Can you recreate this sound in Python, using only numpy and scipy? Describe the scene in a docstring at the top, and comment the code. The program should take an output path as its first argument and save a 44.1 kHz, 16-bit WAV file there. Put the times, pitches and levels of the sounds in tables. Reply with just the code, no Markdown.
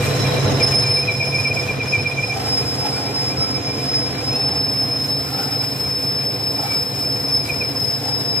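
"""In a hard workshop with a short echo, a lathe turns a steel bar about eight times a second, heard far, then close.
The self-excited tool squeals as a wandering tone with an octave, flat and quiet at jams, stronger at bites.
At first the bar squeaks and chirps by friction as gliding tones; later it mostly rings as a ragged, turn-paced mode.
Shaped noise makes chip hiss, cutting, scrapes and gear rumble; decaying partials crackle and knock.
Beating sines make the hum of motor and belt."""
import sys
import numpy as np
from scipy import signal
from scipy.fft import rfft, irfft, next_fast_len
from scipy.io import wavfile

SR = 44100
rng = np.random.default_rng(int(sys.argv[2]) if len(sys.argv) > 2 else 0)


def materialize(psi):
    """Save the field psi as 16-bit PCM at rate SR to the path in sys.argv[1].

    A 1-D psi becomes a single channel; in a 2-D psi each row is a channel.
    """
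    bounded = np.clip(np.atleast_2d(psi).T, -1, 1)
    quanta = np.round(bounded * 32767).astype(np.int16)
    wavfile.write(sys.argv[1], SR, quanta)


N = 370440

CLOSE_S = 2.35  # the sound switches at once from a far to a close listening position
RULE_S = 4.65  # from here a steel rule held at the bar reflects the hiss
TOP_HZ = 15100
# Spindle angle. Each row: time in seconds, turns done.
SPINDLE_TURNS = [(-.02, 0), (1.06, 9), (2.273, 19), (2.44, 20), (3.655, 30), (4.875, 40), (6.66, 55),
                 (7.47, 62), (8.44, 70)]
# Load on the running noises. Each row: time in seconds, then drive hum, gear rumble, cutting noise and
# chip hiss in dB, to which each source adds its own offset.
MACHINE_LOAD = [(0, -20, -25, -33.5, -39), (.55, -18.5, -22.5, -34, -41), (.68, -22, -26, -35.5, -42.5),
                (1.1, -26, -29.5, -40, -44.5), (1.8, -26, -29, -39.5, -45.5), (2.3, -28.5, -32, -42, -48.5),
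                (2.45, -27.5, -30, -39.5, -44.5), (4.2, -26.5, -30.5, -40.5, -47),
                (5, -27.5, -32.5, -42, -47), (6.8, -30, -32.5, -43, -46.5), (8.4, -28, -32.5, -42, -47.5)]
# Motor, belt and gear tones. Each row: pitch in Hz, wander in Hz, relative level in dB from afar, from close by.
DRIVE_TONES = [(113, 0.63, -8.5, -5), (130.8, 0.19, -9.5, -7.5), (137.64, 0.49, -1.5, -3),
               (147.8, 0.9, -19, -11), (187, 2.51, -18, -14.5), (263, 2.59, -19, -10.5),
               (282.6, 4.5, -30, -16.5), (298, 2.27, -16.5, -12), (488.6, 4.91, -12.5, -10),
               (500, 4.93, -8.5, -15), (667, 8.02, -15, -26), (707.4, 12.32, -26.5, -13),
               (1040, 5.02, -21.5, -20)]
# Headstock rumble spectrum. Each row: frequency in Hz, relative dB per Hz from afar, from close by.
GEAR_SPECTRA = [(25, -36, -42), (38, -21, -33), (50, -4, -12), (63, -9, -13.5), (76, -5, 3.5),
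                (108, 11, 4.5), (166, -2, -1), (227, -1.5, -0.5), (288, -1, 4.5), (330, -4.5, -4),
                (436, 0.5, 1.5), (580, -4.5, -4.5), (697, -3, -2.5), (1076, -12.5, -11.5), (1560, -47, -35)]
# Interaural likeness of broad noise. Each row: frequency in Hz, correlation of left and right.
EAR_CORRELATION = [(100, 0.88), (300, 0.95), (600, 0.77), (1200, 0.018), (2500, 0.32), (5000, 0),
                   (14000, 0)]
# Spectrum of tearing metal. Each row: frequency in Hz, relative dB per Hz.
TEAR_SPECTRUM = [(600, -16), (1100, -0.5), (1450, -1), (2100, -3), (3000, -6), (4500, -11), (6000, -11),
                 (9000, -73)]
# Resonances of tool post and chuck. Each row: pitch in Hz, width in Hz, relative level in dB.
POST_MODES = [(2070, 39, 3.5), (2330, 90, -14), (2970, 21, -2.5), (3360, 60, 1), (5150, 24, -2),
              (6530, 240, 8)]
# Chip hiss spectrum. Each row: frequency in Hz, relative dB per Hz in the open, with the steel rule beside it.
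CHIP_SPECTRA = [(3000, 2.5, -5), (4700, 10, 7.5), (6030, 6.5, 4), (6500, 8, -1), (8240, 11.5, 10.5),
                (8800, 7, 4), (10200, 8, 9.5), (11870, -6, -8.5), (12500, 8.5, 12.5), (14050, 5, 5.5),
                (14500, -10, 6), (15400, -26, -4)]
# The long chip drags over tool post and bar. Each row: centre in seconds, bell half-length in seconds,
# ring level in dB, ring pitch in Hz, width in Hz of each of two cascaded resonators, hiss above the ring in dB.
CHIP_SCRAPES = [(2.4, 0.19, -29.5, 762, 170, -12), (2.866, 0.055, -32, 810, 150, -16),
                (2.962, .06, -39, 1440, 90, -17), (3.003, 0.55, -34, 810, 168, -12),
                (3.464, 0.16, -38, 1302, 60, -21), (4.38, .09, -40, 2630, 140, -10),
                (4.43, 0.29, -34.5, 784, 150, -12), (5.3, 0.087, -40.5, 1340, 240, -14),
                (5.413, 0.052, -34, 1450, 190, -17), (5.443, 0.22, -33, 795, 99, -28),
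                (5.64, 0.04, -40, 1460, 120.4, -20), (6.598, 0.018, -26.5, 804, 160, -29),
                (6.648, 0.048, -29, 814, 159, -26), (6.717, 0.083, -32, 2330, 70, -14),
                (6.752, 0.068, -40.5, 1310, 400, 3), (7.479, 0.048, -34.5, 2320, 90, -2.5),
                (8.072, 0.1, -33.5, 800, 169, -6.5)]
# A sharp chip edge sings. Each row: pitch in Hz, width in Hz, relative level in dB.
CHIP_EDGE_MODES = [(4500, 30, 1), (7700, 25, -2), (8630, 25, -1)]
EDGE_S, EDGE_LENGTH_S, EDGE_DB = 2.96, 0.086, -37.5  # centre, bell half-length, peak level
# Ringing of the tool holder before its pulse. Each row: time in seconds, level in dB.
HOLDER_LEVELS = [(0, -39.5), (.47, -32.5), (.7, -40), (1.0, -39), (1.3, -46), (4.2, -46), (8.4, -47.5)]
# Ringing of the bar before its pulse. Each row: time in seconds, level in dB.
BAR_LEVELS = [(0, -43), (.7, -45), (1.2, -34.5), (2.3, -36), (2.38, -47), (2.6, -40.5), (4.2, -43.5),
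              (4.45, -46.5), (7.3, -47), (7.58, -42), (7.8, -53), (8.4, -47)]
BAR_HZ = 2352  # pitch at which squeaks and chirps settle
SQUEAK_ROUGH, SQUEAK_WIDTH_HZ = .25, 60
# Chirps as the edge slips. Each row: centre in seconds, time from peak to 1/e in seconds, level in dB, top pitch in Hz.
SLIP_CHIRPS = [(0.073, .016, -30.5, 2430), (0.309, .014, -35, 2430), (.913, .012, -31, 2430),
               (1.036, 0.011, -25.5, 2460), (1.154, 0.012, -28, 2420), (1.273, 0.011, -26.5, 2420),
               (1.395, 0.015, -21.5, 2450), (1.518, 0.0095, -18, 2470), (1.641, .012, -29, 2420),
               (1.88, .012, -27, 2440), (1.999, .011, -23.5, 2480), (2.12, .011, -22.5, 2436),
               (2.241, .012, -20.5, 2445)]
# Falling squeaks as the bar's high side meets the tool. Each row: start in seconds, length in seconds,
# level in dB, first pitch in Hz.
BAR_SQUEAKS = [(.003, 0.048, -26.5, 2466), (0.122, 0.026, -29, 2470), (0.237, 0.037, -26, 2450),
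               (0.354, 0.048, -28, 2480), (0.596, 0.036, -22.5, 2460), (0.712, 0.045, -29, 2546),
               (0.83, 0.067, -27.5, 2530), (0.952, .044, -24.5, 2494), (1.07, 0.043, -16.5, 2590),
               (1.193, 0.051, -19.5, 2505), (1.32, 0.059, -19.5, 2500), (1.438, 0.051, -19.5, 2516),
               (1.555, 0.048, -22, 2537), (1.676, 0.038, -20.5, 2594), (1.794, 0.042, -21, 2566),
               (1.92, 0.049, -14.5, 2514), (2.042, 0.044, -18.5, 2470), (2.167, 0.04, -20, 2417),
               (2.287, 0.052, -23.5, 2450), (3.546, 0.036, -31, 2400), (3.671, 0.05, -35, 2384),
               (4.158, 0.053, -36.5, 2397), (5.599, 0.042, -35.5, 2410), (7.487, 0.027, -19, 2560),
               (7.604, 0.027, -20, 2570)]
# A scraping chip whistles near the squeal's pitch. Each row: time in seconds, pitch in Hz, level in dB.
WHISTLE_GLIDE = [(7.2, 5270, -90), (7.27, 5310, -35), (7.325, 5350, -29), (7.37, 5210, -30), (7.4, 5090, -29),
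                 (7.475, 5030, -30), (7.52, 5060, -90)]
# Tool chatter before jams and bites. Each row: time in seconds, level in dB, roughness from 0 to 1.
TOOL_CHATTER = [(0, -34, 0.93), (.57, -31, 0.92), (.64, -17, 0.58), (1.0, -18.5, 0.16), (1.06, -27, 0.73),
                (1.6, -26.5, 0.47), (2.0, -28.5, 0.56), (2.33, -30, 0.67), (2.42, -26.5, 0.19),
                (3.4, -23.5, 0.36), (4.24, -25.5, 0.35), (4.37, -20, 0.24), (5.6, -21, 0.29),
                (7.2, -22, 0.34), (7.45, -25.5, 0.52), (7.7, -23.5, 0.42), (7.84, -20.5, 0.48),
                (8.2, -23.5, 0.26), (8.4, -22, 0.42)]
# The chip jams and damps the tool. Each row: centre in seconds, bell half-length in seconds,
# pitch sag in Hz (negative rises), level drop in dB.
CHIP_JAMS = [(0.709, 0.022, -0.5, 6.5), (1.328, 0.019, -1.5, 7), (1.51, 0.023, -1, 7), (1.68, 0.059, 9, 13),
             (1.8, 0.082, 20.5, 10.5), (2.054, 0.018, 3, 17), (2.166, 0.062, 14, 8.5),
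             (2.385, 0.077, 70, 5), (2.648, 0.035, 0.5, 5), (2.864, .05, 45, 0), (3.12, .04, 9, 7),
             (3.383, .04, 70, 0), (3.611, 0.05, 50.5, 10), (3.77, 0.039, 17.5, 2.5), (4.128, .08, 47.5, 5),
             (4.543, 0.022, 5, 7.5), (4.887, 0.042, 6.5, 4), (5.075, 0.013, -1, 11), (5.274, 0.15, 8.5, 7),
             (5.499, 0.02, 2, 10), (5.663, 0.054, 30, 1.5), (5.766, 0.033, -14.5, 4.5),
             (5.862, 0.042, 34.5, 1.5), (5.997, 0.037, 0.5, 4.5), (6.387, 0.079, 15, 3),
             (6.676, 0.029, 51.5, 8.5), (6.927, 0.11, 29.5, 4), (7.226, 0.023, 3, 3), (7.485, 0.05, 25, 9),
             (7.739, 0.018, 1, 12), (8.007, .06, 4.5, 6)]
# The edge digs in. Each row: centre in seconds, bell half-length in seconds,
# pitch rise in Hz (negative falls), level rise in dB.
EDGE_BITES = [(0.213, .035, 1, 8.5), (0.632, 0.033, -0.5, 4.5), (1.242, 0.017, 0.5, 3),
              (1.476, .03, -0.5, 4.5), (1.6, 0.014, 0.5, 4), (1.908, 0.024, -0.5, 5.5),
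              (2.255, 0.055, 0, 3), (2.573, 0.12, -0.5, 8), (3.163, 0.024, -19, 5), (3.43, .03, -25, 6),
              (3.56, 0.024, 45, 5), (3.967, 0.039, 2, 6), (5.17, 0.033, 1.5, 1.5), (7.357, 0.052, -3, 8)]
# Standing waves at the two ports. Each row: time in seconds, left lead in radians, left minus right in dB.
PORT_WAVES = [(2.3, .45, -.7), (2.36, -2.55, -.8), (4.23, -2.55, -.6), (4.38, .7, 0), (7.3, .7, 1.5),
              (8.3, 1.5, 3.5)]
SQUEAL_HZ, LOOSE_HZ = 5197, 5280  # tool pitch when locked in, and when it only rasps
LOCK_S, LOCK_TIME_S = .61, 0.0612  # end and duration of the lock-in
WOBBLE_HZ = 7.1  # runout of the bar bends the pitch once a turn
SETTLE_S = 5.2  # from here the squeal's strength wavers less


def undb(db):
    """Level law: amplitude gain is ten to the power of decibels over twenty."""
    return 10 ** (np.asarray(db) / 20)


def unit(x):
    """Normalisation: equal mean power corresponds to rms 1."""
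    return x / np.sqrt(np.mean(x ** 2))


def curves(table):
    """Linear interpolation: each column of a timed table becomes a continuous control."""
    s, *columns = np.transpose(table)
    return [np.interp(np.arange(N) / SR, s, c) for c in columns]


def blend(s, before, after, fade_s=0.0086):
    """Linear crossfade: one value or sound yields to another, complete at time s."""
    share, = curves([(s - fade_s, 0), (s, 1)])
    return (1 - share) * before + share * after


def over_bins(points):
    """Logarithmic frequency scale: values are joined along the axis for each spectral bin."""
    hz, value = np.transpose(points)
    bin_hz = np.arange(N // 2 + 1) * SR / N
    return np.interp(np.log(bin_hz + 1), np.log(hz), value)


def walk(rate):
    """Low-passed noise: a smooth random motion of rms 1 varies about rate times a second."""
    size = next_fast_len(int(min(20 * rate / SR, 1) * N))
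    hz = np.arange(size // 2 + 1) * SR / N
    steps = rng.standard_normal(size)
    smooth = irfft(rfft(steps) / (1 + (hz / rate) ** 2), size)
    return np.interp(np.linspace(0, size - 1, N), np.arange(size), unit(smooth))


def swells(times, lengths, sizes):
    """Superposition: bell-shaped swells from separate events add."""
    t, out = np.arange(N) / SR, np.zeros(N)
    for s, length, size in zip(times, lengths, sizes):
        near = np.abs(t - s) < 2 * length
        out[near] += size * np.exp(-2 * ((t[near] - s) / length) ** 2)
    return out


def colour(x, points):
    """Linear filtering: multiplication in frequency shapes a sound, then rms is set to 1."""
    return unit(irfft(rfft(x) * undb(over_bins(points)), N))


def colours(x, table):
    """Parallel filtering: one sound passes under each spectrum column of a table."""
    hz, *columns = np.transpose(table)
    return [colour(x, np.transpose([hz, db])) for db in columns]


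def resonate(x, hz, width_hz):
    """Damped resonance: a mode selects a band of its excitation, at rms 1."""
    return unit(signal.lfilter(*signal.iirpeak(hz, hz / width_hz, fs=SR), x))


def spread_noise():
    """Diffuse-field coherence: the ears agree most in the bass and not at all in the high treble."""
    alike = over_bins(EAR_CORRELATION)
    mid, side = rfft(rng.standard_normal((2, N))) * np.sqrt([1 + alike, 1 - alike])
    return irfft(np.array([mid + side, mid - side]), N)


def pan(db):
    """Interaural level difference: half the decibels raise one ear and half lower the other."""
    return undb(np.array([db, -db]).reshape(2, -1) / 2)


def frayed(rough, width_hz):
    """Random modulation: roughness takes a complex envelope from steady (0) to narrow noise (1) per ear."""
    fray = np.array([walk(width_hz) + 1j * walk(width_hz) for _ in range(2)]) / np.sqrt(2)
    return np.sqrt(1 - rough ** 2) + rough * fray


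def angle(hz):
    """Phase as the time integral of frequency."""
    return 2 * np.pi * np.cumsum(hz) / SR


def workshop(x, t60=0.91, wet_db=-14):
    """Reverberation: hard surfaces return dense echoes of exponential decay, here cut at half a second."""
    t = np.arange(SR // 2) / SR
    tail = rng.standard_normal((2, len(t))) * np.exp(-np.log(1000) * t / t60)
    tail /= np.sqrt(np.sum(tail ** 2, axis=1, keepdims=True))
    return x + undb(wet_db) * signal.fftconvolve(x, tail, axes=1)[:, :N]


def drive(hum_db, rumble_db, tones_db=-1.85, gears_db=2.02, rattle_db=1.5, pan_db=-1.1):
    """Beats: neighbouring motor and belt tones interfere above the broadband rumble of the gears."""
    hz, wander, far_db, near_db = np.transpose(DRIVE_TONES)
    lines = np.array([np.sin(angle(f + w * walk(5.97))) for f, w in zip(hz, wander)])
    far_tones, near_tones = unit(undb(far_db) @ lines), unit(undb(near_db) @ lines)
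    tones = blend(CLOSE_S, far_tones, near_tones)
    far_gears, near_gears = colours(spread_noise(), GEAR_SPECTRA)
    gears = blend(CLOSE_S, far_gears, near_gears) * undb(rattle_db * walk(25))
    return pan(pan_db) * (tones * undb(hum_db + tones_db) + gears * undb(rumble_db + gears_db))


def rattle(db, count=1500, low_hz=1000, high_hz=9000, t60=0.061, spread_db=16, level_db=-6):
    """Impact excitation: each small metal part, by default a bit of chip, rings and decays exponentially."""
    out = np.zeros((2, N + SR))
    t = np.arange(int(t60 * SR)) / SR
    decay = np.exp(-np.log(1000) * t / t60)
    for when, pitch, size, side, lag in rng.random((count, 5)):
        hz = low_hz * (high_hz / low_hz) ** pitch
        # the lag between the ears is a fraction of a cycle
        ring = np.sin(2 * np.pi * (hz * t + np.array([[0], [lag]]))) * decay
        # the small, high parts are quieter
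        gain = undb(spread_db * size) * np.sqrt(low_hz / hz)
        start = int(when * N)
        out[:, start:start + len(t)] += pan(6 * (side - .5)) * ring * gain
    return unit(out[:, :N]) * undb(db + level_db)


def gear_knocks(rumble_db):
    """Backlash: gear teeth knock in their play, hardest under the heavy first load."""
    level_db = rumble_db + blend(0.61, -7, -15.5)
    return rattle(level_db, count=600, low_hz=219, high_hz=1104, level_db=-0.5)


def cutting(cut_db, hiss_db, tear_db=5, far_post_db=-4, near_post_db=-7, open_db=4, rule_db=7.5,
            crackle=0.3, flicker_db=1, waver_db=8.5, surge_db=1.84):
    """Shear fracture: tiny uneven slips of the metal radiate noise and excite the modes of the tool post."""
    slips = unit(np.exp(crackle * walk(1430))) * undb(flicker_db * walk(21))
    tear = colour(spread_noise() * slips, TEAR_SPECTRUM) * undb(tear_db)
    push = spread_noise() * slips
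    post = 0
    for hz, width_hz, db in POST_MODES:
        mode_db = db + waver_db * np.tanh(walk(19))
        post = post + undb(mode_db) * resonate(push, hz, width_hz)
    post = unit(post) * blend(CLOSE_S, undb(far_post_db), undb(near_post_db))
    direct, mirrored = colours(spread_noise() * slips, CHIP_SPECTRA)
    hiss = blend(RULE_S, direct * undb(open_db), mirrored * undb(rule_db), fade_s=0.06)
    return (tear + post) * undb(cut_db) + hiss * undb(hiss_db + surge_db * walk(4))


def scrapes(grit=0.4, upper_ratio=1.66, upper_db=-15, rasp_db=-10):
    """Stick-slip friction: brief rubbing excites a hollow mode, a weaker upper one, a dry rasp and hiss."""
    out = np.zeros((2, N + SR))
    rub = spread_noise() * np.exp(grit * walk(150))
    rasp, hiss = colour(rub, TEAR_SPECTRUM), colours(rub, CHIP_SPECTRA)[0]
    t = np.arange(SR // 2) / SR
    for s, length, db, hz, width_hz, hiss_db in CHIP_SCRAPES:
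        start = int(s * SR) - len(t) // 2
        span = slice(start, start + len(t))
        pressure = np.exp(-2 * ((t - t.mean()) / length) ** 2)
        # two resonators in cascade steepen the skirts of each mode
        low, high = (resonate(resonate(rub[:, span], f, width_hz), f, width_hz) for f in (hz, hz * upper_ratio))
        ring = low + undb(upper_db) * high
        friction = undb(rasp_db) * rasp[:, span] + undb(hiss_db) * hiss[:, span]
        out[:, span] += undb(db) * pressure * (ring + friction)
    return out[:, :N]


def singing_edge():
    """Modal selection: the rubbed chip edge answers noise in a few thin, high modes."""
    rub = spread_noise()
    ring = sum(undb(db) * resonate(rub, hz, width_hz) for hz, width_hz, db in CHIP_EDGE_MODES)
    return unit(ring) * swells([EDGE_S], [EDGE_LENGTH_S], [undb(EDGE_DB)])


def rubbed_mode(turns, levels, hz, rough, width_hz, bend_hz, drift_hz, pulse_db, flutter_db, heaviest):
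    """Forced mode: a ragged drive swells it at the heaviest share of each turn and bends its pitch."""
    turn = 2 * np.pi * (turns - heaviest)
    pitch = hz - bend_hz * np.sin(turn) + drift_hz * walk(18)
    db = curves(levels)[0] + pulse_db * np.cos(turn) + flutter_db * walk(35)
    shake = frayed(rough, width_hz) * np.exp(1j * angle(pitch))
    return np.sqrt(2) * undb(db) * shake.imag


def holder_ring(turns):
    """Forced vibration: the cut shakes the tool holder at its own mode."""
    return rubbed_mode(turns, HOLDER_LEVELS, hz=3962, rough=0.98, width_hz=75, bend_hz=15.5,
                       drift_hz=32.04, pulse_db=2, flutter_db=2.5, heaviest=0.08)


def bar_ring(turns):
    """Forced vibration: the cut keeps the bar ringing between squeaks."""
    return rubbed_mode(turns, BAR_LEVELS, hz=2392, rough=.7, width_hz=40, bend_hz=-36,
                       drift_hz=20, pulse_db=4, flutter_db=2.5, heaviest=.36)


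def curls(arch=0.86, jitter_hz=12):
    """Transient slip: pitch and level of the bar rise together and fall again."""
    t, out = np.arange(N) / SR, np.zeros((2, N))
    jitter, grain = jitter_hz * walk(70), frayed(SQUEAK_ROUGH, SQUEAK_WIDTH_HZ)
    for s, length, db, top_hz in SLIP_CHIRPS:
        span = np.abs(t - s) < 3 * length
        push = np.exp(-((t[span] - s) / length) ** 2)
        hz = BAR_HZ + (top_hz - BAR_HZ) * push ** arch + jitter[span]
        shake = grain[:, span] * np.exp(1j * angle(hz))
        out[:, span] += undb(db) * push * shake.imag
    return np.sqrt(2) * out


def squeaks(attack_s=0.018, release_s=0.013, glide_s=0.0149, tail_db=-10, tail_s=0.042, jitter_hz=13):
    """Friction excitation: the bar catches at one pitch, glides to its own, then lets go and rings on."""
    t, out = np.arange(N) / SR, np.zeros((2, N))
    jitter, grain = jitter_hz * walk(70), frayed(SQUEAK_ROUGH, SQUEAK_WIDTH_HZ)
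    for s, length, db, first_hz in BAR_SQUEAKS:
        span = (t >= s) & (t < s + length + 3 * tail_s)
        age = t[span] - s
        hz = BAR_HZ + (first_hz - BAR_HZ) * np.exp(-(age / glide_s) ** 2) + jitter[span]
        after = np.maximum(age - length + release_s, 0)
        release = np.exp(-(after / release_s) ** 2)
        tail = undb(tail_db) * np.exp(-(after / tail_s) ** 2)
        envelope = np.minimum(age / attack_s, 1) * np.maximum(release, tail)
        shake = grain[:, span] * np.exp(1j * angle(hz))
        out[:, span] += undb(db) * envelope * shake.imag
    return np.sqrt(2) * out


def chip_whistle(rough=0.34, width_hz=60, overtone_db=-17):
    """Friction whistle: for a moment the scraping chip whistles at a gliding pitch with its octave."""
    hz, db = curves(WHISTLE_GLIDE)
    shake = frayed(rough, width_hz) * np.exp(1j * angle(hz))
    return np.sqrt(2) * undb(db) * (shake + undb(overtone_db) * shake ** 2).imag


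def chatter(turns):
    """Variable damping: jams weaken the tool's vibration, bites strengthen it, and both shift its pitch."""
    db, rough = curves(TOOL_CHATTER)
    jam_s, jam_length, sag_hz, drop_db = np.transpose(CHIP_JAMS)
    bite_s, bite_length, rise_hz, rise_db = np.transpose(EDGE_BITES)
    db = db + swells(bite_s, bite_length, rise_db) - swells(jam_s, jam_length, drop_db)
    hz = blend(LOCK_S, LOOSE_HZ, SQUEAL_HZ, LOCK_TIME_S) - WOBBLE_HZ * np.cos(2 * np.pi * turns)
    hz = hz + swells(bite_s, bite_length, rise_hz) - swells(jam_s, jam_length, sag_hz)
    return db, hz, rough


def squeal(turns, jitter_hz=5, wander_hz=4, late_wander_hz=11, jaws_at=0.13, flutter=0.92, jaws=0.71,
           runout=0.18, grip=1.0, width_hz=88, far_overtone_db=-21.5, near_overtone_db=-27,
           overtone_growth=0.23, sway_rad=0.27, unsettled_db=1.06, settled_db=0.73):
    """Self-excitation: the tool feeds its own vibration, whose clean tone frays to a rasp as the chip breaks."""
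    db, hz, rough = chatter(turns)
    db = db + blend(SETTLE_S, unsettled_db, settled_db) * walk(12)
    lead, pan_db = curves(PORT_WAVES)
    # the hand-held microphone sways through the standing waves
    lead = lead + sway_rad * walk(1.5)
    wander = blend(SETTLE_S, wander_hz, late_wander_hz) * walk(7)
    phase = angle(hz + jitter_hz * walk(32.4) + wander) + np.array([[1], [-1]]) * lead / 2
    # the swing saturates, and dips as the three jaws and the runout of the bar ease the cut
    jaw_feed = jaws * np.cos(3 * 2 * np.pi * (turns - jaws_at))
    feed = grip + jaw_feed + runout * np.cos(2 * np.pi * turns) + flutter * walk(22)
    swing = unit(2 + np.tanh(feed))
    shake = swing * frayed(rough, width_hz) * np.exp(1j * phase)
    # the edge bites harder one way, so the octave grows with the square of the swing
    overtone_db = blend(CLOSE_S, far_overtone_db, near_overtone_db) + overtone_growth * (db - db.mean())
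    return np.sqrt(2) * pan(pan_db) * undb(db) * (shake + undb(overtone_db) * shake ** 2).imag


def scene():
    """Superposition: spindle angle and load govern sources whose pressures add."""
    turns, = curves(SPINDLE_TURNS)
    hum_db, rumble_db, cut_db, hiss_db = curves(MACHINE_LOAD)
    background = drive(hum_db, rumble_db) + gear_knocks(rumble_db) + cutting(cut_db, hiss_db)
    chip = rattle(cut_db) + scrapes() + singing_edge()
    bar = bar_ring(turns) + pan(-1.2) * (curls() + squeaks())
    echoed = workshop(chip + holder_ring(turns) + bar)
    return background + echoed + chip_whistle() + squeal(turns)


def record(dry):
    """Band limitation: the microphone drops the deepest bass and the recorder cuts the top."""
    thinned = signal.sosfilt(signal.butter(4, 38, "high", fs=SR, output="sos"), dry)
    return signal.sosfilt(signal.ellip(10, .2, 80, TOP_HZ, fs=SR, output="sos"), thinned)


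dry = scene()
out = record(dry)
materialize(out)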